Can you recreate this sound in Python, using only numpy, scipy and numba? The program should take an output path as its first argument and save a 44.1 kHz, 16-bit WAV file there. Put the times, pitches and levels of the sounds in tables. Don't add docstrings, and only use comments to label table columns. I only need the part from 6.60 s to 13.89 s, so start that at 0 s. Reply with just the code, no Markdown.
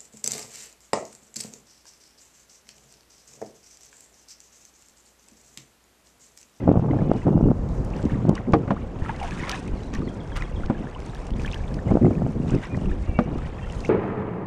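import sys
import numpy as np
from scipy import signal
from scipy.fft import rfft, irfft
from scipy.io import wavfile
from scipy.ndimage import uniform_filter1d
from numba import njit

SR = 44100
rng = np.random.default_rng(int(sys.argv[2]) if len(sys.argv) > 2 else 0)


def dump_mix(stems):
    frames = np.atleast_2d(stems).T
    limited = np.clip(frames, -1, 1)
    pcm = np.round(limited * 32767).astype(np.int16)
    wavfile.write(sys.argv[1], SR, pcm)


N = 321523
TIME = np.arange(N) / SR

# time_s, level_db
RUMBLE = [(0.0, -35), (0.02, -33), (0.73, -28), (0.87, -17), (0.93, -36.5), (1.6, -33), (1.62, -43),
          (1.7, -25.5), (2.03, -39), (2.07, -36), (2.39, -31), (2.41, -26), (3.04, -39.5), (3.13, -26),
          (3.19, -34), (3.33, -34), (3.39, -17.5), (3.41, -25.5), (3.71, -38), (4.04, -16), (4.18, -30),
          (5.28, -31.5), (5.3, -26.5), (5.79, -34.5), (5.95, -29), (6.03, -39.5), (6.25, -25.5),
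          (7.29, -35.5)]
RUMBLE_WANDER_DB = 2.5
# start_s, length_s, level_db, small_sharp_eddies_db
GUSTS = [(.02, 0.088, -25, -49), (.075, 0.095, -20.5, -31.5), (.22, 0.35, -23, -36.5),
         (.665, 0.024, -15, -31), (.72, 0.085, -19, -37.5), (.83, 0.078, -16, -39.5),
         (.95, 0.18, -34.5, -69), (1.17, 0.057, -28.5, -57), (1.44, 0.018, -23.5, -44),
         (1.52, .13, -26.5, -54), (1.67, 0.056, -19.5, -33.5), (1.79, 0.018, -31.5, -41),
         (1.88, .14, -24.5, -43), (2.17, 0.072, -34, -48.5), (3.97, 0.14, -37, -44.5),
         (4.15, .12, -33, -42), (5.26, 0.12, -22.5, -37), (5.42, 0.044, -14, -43), (5.48, 0.038, -19, -44),
         (5.56, 0.11, -26, -58), (5.76, 0.14, -25.5, -48), (5.92, 0.04, -19.5, -47),
         (6.13, 0.21, -28.5, -47), (6.66, 0.096, -31, -42)]
GUST_ATTACK_S, GUST_RELEASE_S = 0.015, 0.044
CALM_DB, CALM_SHARP_DB, CALM_WANDER_DB = -40, -45.5, 3.5
# time_s, swell_peak_db, wiggle_hz, tip_db (against the swell)
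BUFFETS = [(.078, -10, 165, 3), (0.084, -13, 198, -0.5), (0.0922, -5, 290, -2.5), (0.1164, -4, 258, -5.5),
           (0.1572, -10.5, 320, -4.5), (0.1743, -7, 159, -12.5), (0.1958, -11.5, 111, -6),
           (.314, -12.5, 270, -15), (0.335, -19.5, 113, 5.5), (.419, -17.5, 126, 0), (0.497, -12, 316, -20),
           (0.5162, -7.5, 227, 2.5), (0.669, -20.5, 119, 7), (.682, -14, 172, -9.5),
           (0.729, -17.5, 120, -2), (0.7779, -12.5, 269, -3), (.8106, -10.5, 173, -6),
           (.84, -12.5, 274, -7), (0.8867, -17.5, 174, -1), (0.915, -22, 116, 7.5), (1.653, -12, 244, -6),
           (1.685, -11.5, 387, -8.5), (1.6948, -5, 234, -7.5), (1.7085, -15, 204, -24),
           (5.2814, -25, 197, -18.5), (5.3139, -9, 116, -3.5), (5.3217, -5.5, 246, -9),
           (5.355, -4.5, 323, -10), (5.3721, -6.5, 235, -3), (5.4478, -7, 156, -5.5),
           (5.467, -9.5, 122, -4.5), (5.5097, -22.5, 138, 6), (5.6205, -13, 147, -3),
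           (5.6654, -15.5, 173, -2), (6.1754, -14, 131, -7.5)]
TIP_WIDTH_S, TIP_HZ = 0.00108, 560
CRACK_HZ, CRACK_WIDTH_S, CRACK_DB = 1198, 0.00092, -16
# time_s, depth_db, width_s
POPS = [(2.423, -13, 0.0029), (2.74, -25.5, 0.0031), (2.809, -18.5, 0.0023), (3.14, -19, 0.0037),
        (3.382, -17.5, .004), (3.972, -19, 0.002), (4.045, -16, 0.0043), (6.495, -14.5, 0.0016),
        (6.731, -22.5, 0.0035), (6.777, -17, 0.0033), (7.169, -22.5, 0.0022)]
# time_s, strength_db, low_modes_db and top_modes_db (against the strength)
KNOCKS = [(1.935, -9, 0, -15), (2.078, -28.5, 4.5, -15), (2.106, -15, 1, -40), (4.099, -20.5, 4, -37),
          (6.589, -15.5, 0.5, -6)]
# pitch_hz, level_db (against the blow), fade_by_60_db_s
HULL = [(152, 11.5, 0.026), (201, 1.5, 0.12), (246, 2.5, 0.092), (308, -3, 0.12), (378, -9.5, 0.082),
        (477, -10, 0.2), (580, -0.5, 0.076), (694, -4.5, 0.065), (793, -8, 0.069), (953, -14, 0.034),
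        (1232, 2, 0.03), (1370, 3, 0.015), (1725, 4, 0.0088), (2060, -3.5, .02), (2140, -12, .025),
        (3010, -26, 0.018), (3510, -8.5, 0.013)]
# time_s, gurgle_db, spray_db
WATER = [(0.0, -50.5, -68.5), (0.45, -56.5, -65.5), (1.01, -61, -68), (1.36, -54, -68), (1.56, -50, -66),
         (2.37, -52, -66), (2.76, -41.5, -54.5), (3.35, -52, -61), (4.32, -48.5, -62.5), (4.83, -49, -60),
         (5.66, -53.5, -62), (6.15, -50, -62), (6.98, -47.5, -63.5), (7.29, -49.5, -52.5)]
SLOSH_DB = 1
# start_s, length_s, gurgle_db, spray_db
SPLASHES = [(.31, 0.38, -49.5, -65.5), (1.09, 0.34, -71, -63), (1.335, 0.18, -48.5, -62.5),
            (1.75, .03, -42.5, -60), (2.44, 0.026, -46, -60), (2.488, 0.014, -37.5, -54.5),
            (2.59, 0.085, -43.5, -55.5), (2.79, .17, -37, -51.5), (3.335, .035, -39, -55),
            (3.76, 0.011, -34, -50), (3.815, 0.011, -43.5, -58), (4.39, 0.23, -69, -59.5),
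            (4.76, 0.24, -48, -57.5), (5.27, .07, -48, -65), (5.88, .07, -43, -55.5),
            (6.03, 0.017, -40, -54.5), (6.14, 0.12, -57, -65), (6.3, 0.02, -49.5, -62),
            (7.13, .2, -51.5, -56.5)]
SPLASH_ATTACK_S, SPLASH_RELEASE_S = 0.013, 0.07
# time_s, strength_db, pitch_hz, pitch_change_factor
DRIPS = [(.3107, -31, 2000, 1.2), (0.388, -33.5, 1680, 1.05), (.408, -39, 2050, 1.5),
         (.618, -37, 1920, 1.2), (1.3374, -35, 2600, 1.3), (1.3923, -37, 1490, 1.4),
         (1.497, -34, 1750, 1.2), (1.7554, -32, 2810, 1.2), (1.7786, -27, 1930, 0.96),
         (2.165, -28, 984, 3.4), (2.4194, -36, 1770, 1.2), (2.4483, -30.5, 1620, 2.1),
         (2.461, -26.5, 1265, 1.3), (2.4934, -22.5, 1640, 1.1), (2.494, -19, 857, 1.4),
         (2.6, -29.5, 2750, 1.2), (2.614, -22.5, 820, 0.84), (2.626, -25.5, 686, 1.8),
         (2.6299, -30, 2220, .98), (2.636, -26, 860, 1.6), (2.644, -25, 716, 0.87),
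         (2.7087, -29, 2380, 1.5), (2.8133, -37, 1600, 1.2), (2.948, -27, 1960, 1.2),
         (3.0804, -34, 2430, 1.2), (3.3378, -35, 1830, .83), (3.354, -26.5, 1830, 1),
         (3.419, -32.5, 1174, 1.2), (3.4768, -34.5, 1980, 1.1), (3.7194, -33, 1600, 1.2),
         (3.7646, -29, 1940, 1.1), (3.7774, -28, 1460, 0.58), (3.797, -38, 1790, 1.5),
         (3.8226, -22, 1870, 1.6), (4.035, -28, 1320, 1.8), (4.2707, -34, 1660, 1.3),
         (4.349, -33, 2870, 1.2), (4.361, -29, 943, 1.9), (4.42, -40, 2050, 1.2), (4.497, -37, 3700, 1.2),
         (4.5325, -40, 1690, 1.1), (4.5537, -36, 1670, 1.2), (4.568, -40, 3100, 1.3),
         (4.737, -36, 3450, 1.1), (4.796, -30.5, 2340, 1.5), (4.848, -23.5, 1650, 1.3),
         (4.8597, -26, 3130, 1.1), (4.878, -25, 2200, 1.8), (4.915, -27, 3380, 1.6),
         (4.9326, -25, 2600, 1.4), (4.9435, -26, 3000, 1.6), (4.9602, -32, 1680, 1.1),
         (5.004, -36, 1670, 1.2), (5.038, -36, 2360, 1.), (5.08, -35, 3240, 1.7), (5.1896, -32, 1730, 1.2),
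         (5.305, -36, 2100, 1.6), (5.4271, -37, 1930, 1.2), (5.4535, -32, 1980, 1.5),
         (5.5523, -37, 2420, 1.2), (5.5812, -38, 1750, 1.1), (5.898, -31, 2480, 2.1),
         (6.035, -29.5, 1940, 0.91), (6.052, -31, 1950, 1.05), (6.1459, -29, 1830, 1.6),
         (6.2577, -34, 2680, 1.1), (6.3149, -31, 1670, 1.4), (6.989, -39, 1780, 1.2),
         (7.0995, -31.5, 2740, 1.6), (7.133, -36, 1900, 1), (7.2488, -23.5, 2250, 0.8),
         (7.258, -27, 2700, 1)]
DRIP_CYCLES = 45
# time_s, strength_db, centre_hz, finest_spray_db (against the strength)
TICKS = [(.1265, -46, 4800, -10), (0.534, -37, 5070, -20), (0.91, -45, 4700, 4.5),
         (1.0887, -41.5, 5640, -22), (1.248, -45, 8300, 14.5), (1.3029, -42, 5450, -11),
         (1.3648, -35.5, 5170, -2), (1.4277, -35, 5640, -6), (1.453, -30.5, 4400, -5),
         (1.6926, -28, 5460, -17), (1.7528, -25, 5830, -22.5), (1.923, -33, 5320, -19),
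         (1.936, -30, 5590, -10), (2.5627, -33.5, 5390, -14), (2.6303, -28, 4370, -4),
         (2.709, -29, 4730, -4), (2.8944, -12, 5000, 1), (2.9152, -17, 4170, -11), (3.0767, -36, 7200, -9),
         (3.234, -36, 4470, -9), (3.338, -26, 4370, -12), (3.349, -24, 5300, -4), (3.675, -39, 4470, -9),
         (3.7633, -23.5, 4880, 0), (3.77, -24.5, 4880, 1.5), (3.8217, -30.5, 4360, -11),
         (4.0603, -34, 4510, -6), (4.4025, -35, 5630, -1), (4.4623, -34, 5960, -3), (4.5483, -32, 5700, 1),
         (4.668, -31.5, 5860, -20), (4.7055, -33.5, 4340, -4), (4.7681, -45, 6650, -9),
         (4.797, -39, 5700, -11), (4.8184, -32, 5760, -1), (4.836, -36, 5240, -9), (4.8626, -28.5, 6130, 1),
         (4.9247, -30.5, 5270, -12), (4.944, -28, 4360, -3), (5.1417, -28, 4670, -2.5),
         (5.8814, -39, 4500, -9.5), (5.907, -34, 5760, -23), (5.9509, -35, 4970, -23),
         (6.169, -38, 6320, -14), (6.782, -35, 4470, -3), (7.123, -33.5, 6940, -24), (7.205, -29, 5400, -7),
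         (7.2514, -32, 5580, -7)]
TICK_T60_S = .014
# start_s, length_s, start_hz, end_hz, level_db
WHISTLES = [(0.308, 0.093, 2300, 2500, -58), (0.401, .08, 2410, 2470, -64), (0.407, .1, 2990, 2940, -63),
            (0.507, 0.091, 2960, 2920, -57), (.63, 0.37, 2860, 2720, -68), (3.15, 0.062, 4700, 3500, -56),
            (3.225, .025, 3780, 3980, -54), (3.255, .035, 4400, 3500, -60), (3.43, .05, 4580, 4050, -58),
            (6.08, .09, 2420, 2470, -57), (6.423, .05, 2150, 2320, -57), (6.47, 0.17, 2330, 2310, -54),
            (6.453, 0.065, 2860, 2630, -57), (6.529, 0.055, 2650, 2860, -52.5),
            (6.6, 0.25, 2920, 2760, -60), (6.94, 0.072, 3380, 3000, -59), (7.0, 0.11, 3200, 3030, -59),
            (6.998, 0.14, 2710, 2670, -57)]
WHISTLE_SWELL = 0.48
# start_s, start_hz, end_hz, level_db
CHIRPS = [(3.478, 3800, 3170, -45.5), (3.598, 4000, 3200, -46.5), (3.718, 3650, 3140, -46),
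          (3.84, 3700, 3210, -49), (3.955, 4040, 3180, -43.5)]
CHIRP_S = 0.019
# pitch_hz, relative_level_db (per Hz)
HUSH = [(24, -23.5), (40, 3), (89, 0.5), (207, -6), (260, -15), (522, -13), (621, -20), (926, -23.5),
        (3740, -52.5), (7160, -51), (9410, -63), (11500, -68.5), (13700, -64.5), (15500, -87.5)]
HUSH_DB = -33.5
# pitch_hz, gain_db
MIC = [(20, 0), (50, -3), (100, 1), (2500, 0), (4000, -2.5), (6000, -1), (7500, -2.5), (9000, -4.5),
       (10300, -11.5), (11700, -31), (13400, -19.5), (15000, -24)]
TOP_HZ = 15600
KNEE = 6.


def wind():
    gust, sharp = swells(GUSTS, GUST_ATTACK_S, GUST_RELEASE_S)
    gust = np.hypot(gust, undb(CALM_DB + CALM_WANDER_DB * walk(14)))
    sharp = np.hypot(sharp, undb(CALM_SHARP_DB))
    flurry = undb(1.05 * walk(45))

    large = swarm(count=3000, lo_hz=117.8, hi_hz=399, turns=3.6, scatter_db=2.0, glide=0.81, soft=0.5)
    large = level(flurry * band(large, 79.0, 546), 0)
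    small = swarm(count=4000, lo_hz=377, hi_hz=1290, turns=3.45, scatter_db=2.5, glide=0.55, soft=0.32)
    small = level(flurry * band(small, 330, 1030), 0)

    swings = swarm(count=600, lo_hz=29.7, hi_hz=81, turns=2.9, scatter_db=2.5, glide=0.61, soft=0.18)
    swings = level(band(swings, 22, 90) * undb(RUMBLE_WANDER_DB * walk(12)), 0)
    rumble_db = curves(RUMBLE)[0]
    return gust * large + sharp * small + undb(rumble_db) * swings


def buffets():
    out = np.zeros(N)
    t = TIME[:1024] - TIME[512]
    for s, db, hz, tip_db in BUFFETS:
        phase = 2 * np.pi * 0.23 * rng.standard_normal()
        swell = undb(db) * np.exp(-(t * hz / 0.49) ** 2) * np.cos(2 * np.pi * hz * t + phase)
        tip = undb(db + tip_db) * np.exp(-(t / TIP_WIDTH_S) ** 2) * np.cos(2 * np.pi * TIP_HZ * t)
        crack = np.exp(-(t / CRACK_WIDTH_S) ** 2) * np.sin(2 * np.pi * CRACK_HZ * t)
        crack *= undb(db + tip_db + CRACK_DB)
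        push_or_pull = rng.choice([-1, 1])
        add(out, s + t[0], push_or_pull * (swell + tip + crack))
    for s, db, width in POPS:
        dent = np.exp(-(t / width) ** 2)
        rebound = 0.21 * np.exp(-((t - 2.9 * width) / (1.2 * width)) ** 2)
        add(out, s + t[0], undb(db) * (rebound - dent))
    return out


def knocks():
    out, t = np.zeros(N), TIME[:8192]
    hz, mode_db, t60 = np.transpose(HULL)
    for s, db, low_db, top_db in KNOCKS:
        level_chance, pitch_chance = rng.standard_normal((2, len(hz)))
        tilt_db = np.interp(np.log(hz), np.log([250, 800, 2200]), [low_db, 0, top_db])
        blow_db = db + mode_db + tilt_db + 1.5 * level_chance
        mode_hz = hz * (1 + 0.034 * pitch_chance)
        ring = rings(0 * hz, -undb(blow_db), mode_hz, t60, np.ones_like(hz), 0.42, len(t))

        bounces = (rng.random(len(t)) < .012) * rng.standard_normal(len(t)) * undb(2.5 - 60 * t / 0.017)
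        add(out, s, ring + signal.fftconvolve(ring, bounces)[:len(t)])

        rattle = rng.standard_normal(len(t)) * undb(db - 60 * t / 0.076)
        add(out, s, band(rattle, 420, 1100) * undb(8.5) + band(rattle, 1100, 1900) * undb(top_db))
    return out


def water():
    gurgle_db, spray_db = curves(WATER)
    splash, mist = swells(SPLASHES, SPLASH_ATTACK_S, SPLASH_RELEASE_S)
    slosh = undb(SLOSH_DB * walk(22))

    gurgle = swarm(count=3000, lo_hz=731, hi_hz=3086, turns=46.0, scatter_db=4.0, glide=1.1, soft=2.9)
    fizz = swarm(count=30000, lo_hz=920, hi_hz=3760, turns=9.8, scatter_db=3.5, glide=0.96, soft=2.0)
    low = level(gurgle, -3.5) + level(fizz, -4.0)

    spray = swarm(count=4000, lo_hz=3410, hi_hz=14500, turns=49.0, scatter_db=3.0, glide=1.3, soft=1.9)
    hiss = swarm(count=60000, lo_hz=3780, hi_hz=15000, turns=3.7, scatter_db=4.5, glide=0.65, soft=0.52)
    hiss = band(hiss, 3800, 15500) * undb(1.8 * walk(68))
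    high = level(spray, -2.3) + level(hiss, 0.0)

    low_size = np.hypot(undb(gurgle_db), splash)
    high_size = np.hypot(undb(spray_db), mist)
    return slosh * (low_size * low + high_size * high)


def droplets():
    s, db, hz, glide = np.transpose(DRIPS)
    out = rings(s, undb(db), hz, DRIP_CYCLES / hz, glide, 0.4, N)
    out += rings(s, undb(db - 15.5), 1.6 * hz, 4.6 / hz, glide, .1, N)
    t = TIME[:2048]
    for s, db, hz, air_db in TICKS:
        burst = rng.standard_normal(len(t)) * undb(db - 60 * t / TICK_T60_S)
        body = undb(1.5) * band(burst, 0.5 * hz, 1.43 * hz)
        finest = undb(air_db) * band(burst, 8300, 18000)
        add(out, s, body + finest)
    return out


def birds():
    out, flutter_db, waver = np.zeros(N), 4.1 * walk(45), 1 + 0.009 * walk(60)
    for s, length, start_hz, end_hz, db in WHISTLES:
        u = np.linspace(0, 1, int(length * SR))
        now = slice(int(s * SR), int(s * SR) + len(u))
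        hz = (start_hz + (end_hz - start_hz) * u) * waver[now]
        loudness = np.abs(np.sin(np.pi * u)) ** WHISTLE_SWELL * undb(db + flutter_db[now])
        add(out, s, loudness * np.sin(2 * np.pi * np.cumsum(hz) / SR))
    u = np.linspace(0, 1, int(CHIRP_S * SR))
    for s, start_hz, end_hz, db in CHIRPS:
        hz = end_hz + (start_hz - end_hz) * (1 - u) ** 2.4
        add(out, s, undb(db) * np.sin(np.pi * u) * np.sin(2 * np.pi * np.cumsum(hz) / SR))
    woods = level(rng.standard_normal(8192) * undb(-60 * TIME[:8192] / .3), -43.)
    return out + signal.fftconvolve(out, woods)[:N]


def hush():
    noise = colour(rng.standard_normal(N), HUSH)
    return level(noise * undb(2.0 * walk(2.306)), HUSH_DB)


def swarm(count, lo_hz, hi_hz, turns, scatter_db, glide, soft):
    when, pitch, size, sign = rng.random((4, count))
    hz = lo_hz * (hi_hz / lo_hz) ** pitch
    size = undb(-scatter_db * np.log(size + 0.0055)) * np.sign(sign - .5)
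    return level(rings(when * N / SR, size, hz, turns / hz, np.full(count, glide), soft, N), 0)


@njit
def rings(s, size, hz, t60, glide, soft, n):
    out = np.zeros(n)
    for k in range(len(s)):
        start, count = int(s[k] * SR), int(t60[k] * SR) + 2
        z, p = size[k] + 0j, np.exp((2j * np.pi * hz[k] - np.log(1000) / t60[k]) / SR)
        turn = np.exp(2j * np.pi * hz[k] * (glide[k] - 1) / SR / count)
        held, release = 1., np.exp(-hz[k] / soft / SR)
        for i in range(start, min(start + count, n)):
            held *= release
            out[i] += z.imag * (1 - held)
            z *= p
            p *= turn
    return out


def swells(rows, attack_s, release_s):
    s, length, *levels_db = np.transpose(rows)[:, :, None]
    t = TIME[::64]
    outside = np.maximum((s - t) / attack_s, (t - s - length) / release_s)
    fade_db = 20 * np.clip(outside, 0, 10)
    sizes = [np.sqrt(np.sum(undb(db - fade_db) ** 2, axis=0)) for db in levels_db]
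    return [np.interp(TIME, t, size) for size in sizes]


def curves(table):
    s, *columns = np.transpose(table)
    return [np.interp(TIME, s, c) for c in columns]


def walk(rate):
    k = int(SR / rate)
    steps = np.repeat(rng.standard_normal(N // k + 1), k)
    return 1.6 * uniform_filter1d(uniform_filter1d(steps, k), k)[:N]


def colour(x, points):
    hz, db = np.transpose(points)
    grid = np.maximum(np.arange(N // 2 + 1) * SR / N, 1)
    gain = undb(np.interp(np.log(grid), np.log(hz), db))
    return irfft(rfft(x) * gain, N)


def band(x, lo_hz, hi_hz):
    return signal.sosfilt(signal.butter(2, [lo_hz, hi_hz], "bandpass", fs=SR, output="sos"), x)


def undb(db):
    return 10 ** (np.asarray(db) / 20)


def level(x, db):
    return x * undb(db) / np.sqrt(np.mean(x ** 2))


def add(out, s, x):
    i = int(s * SR)
    out[i:i + len(x)] += x[:N - i]


def scene():
    near = wind() + buffets() + knocks() + water() + droplets() + birds()
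    return (colour(near, MIC) + hush())[None]


def record(dry):
    rounded = dry / (1 + np.abs(dry) ** KNEE) ** (1 / KNEE)
    return signal.sosfilt(signal.ellip(8, .2, 70, TOP_HZ, fs=SR, output="sos"), rounded)


dry = scene()
out = record(dry)
dump_mix(out)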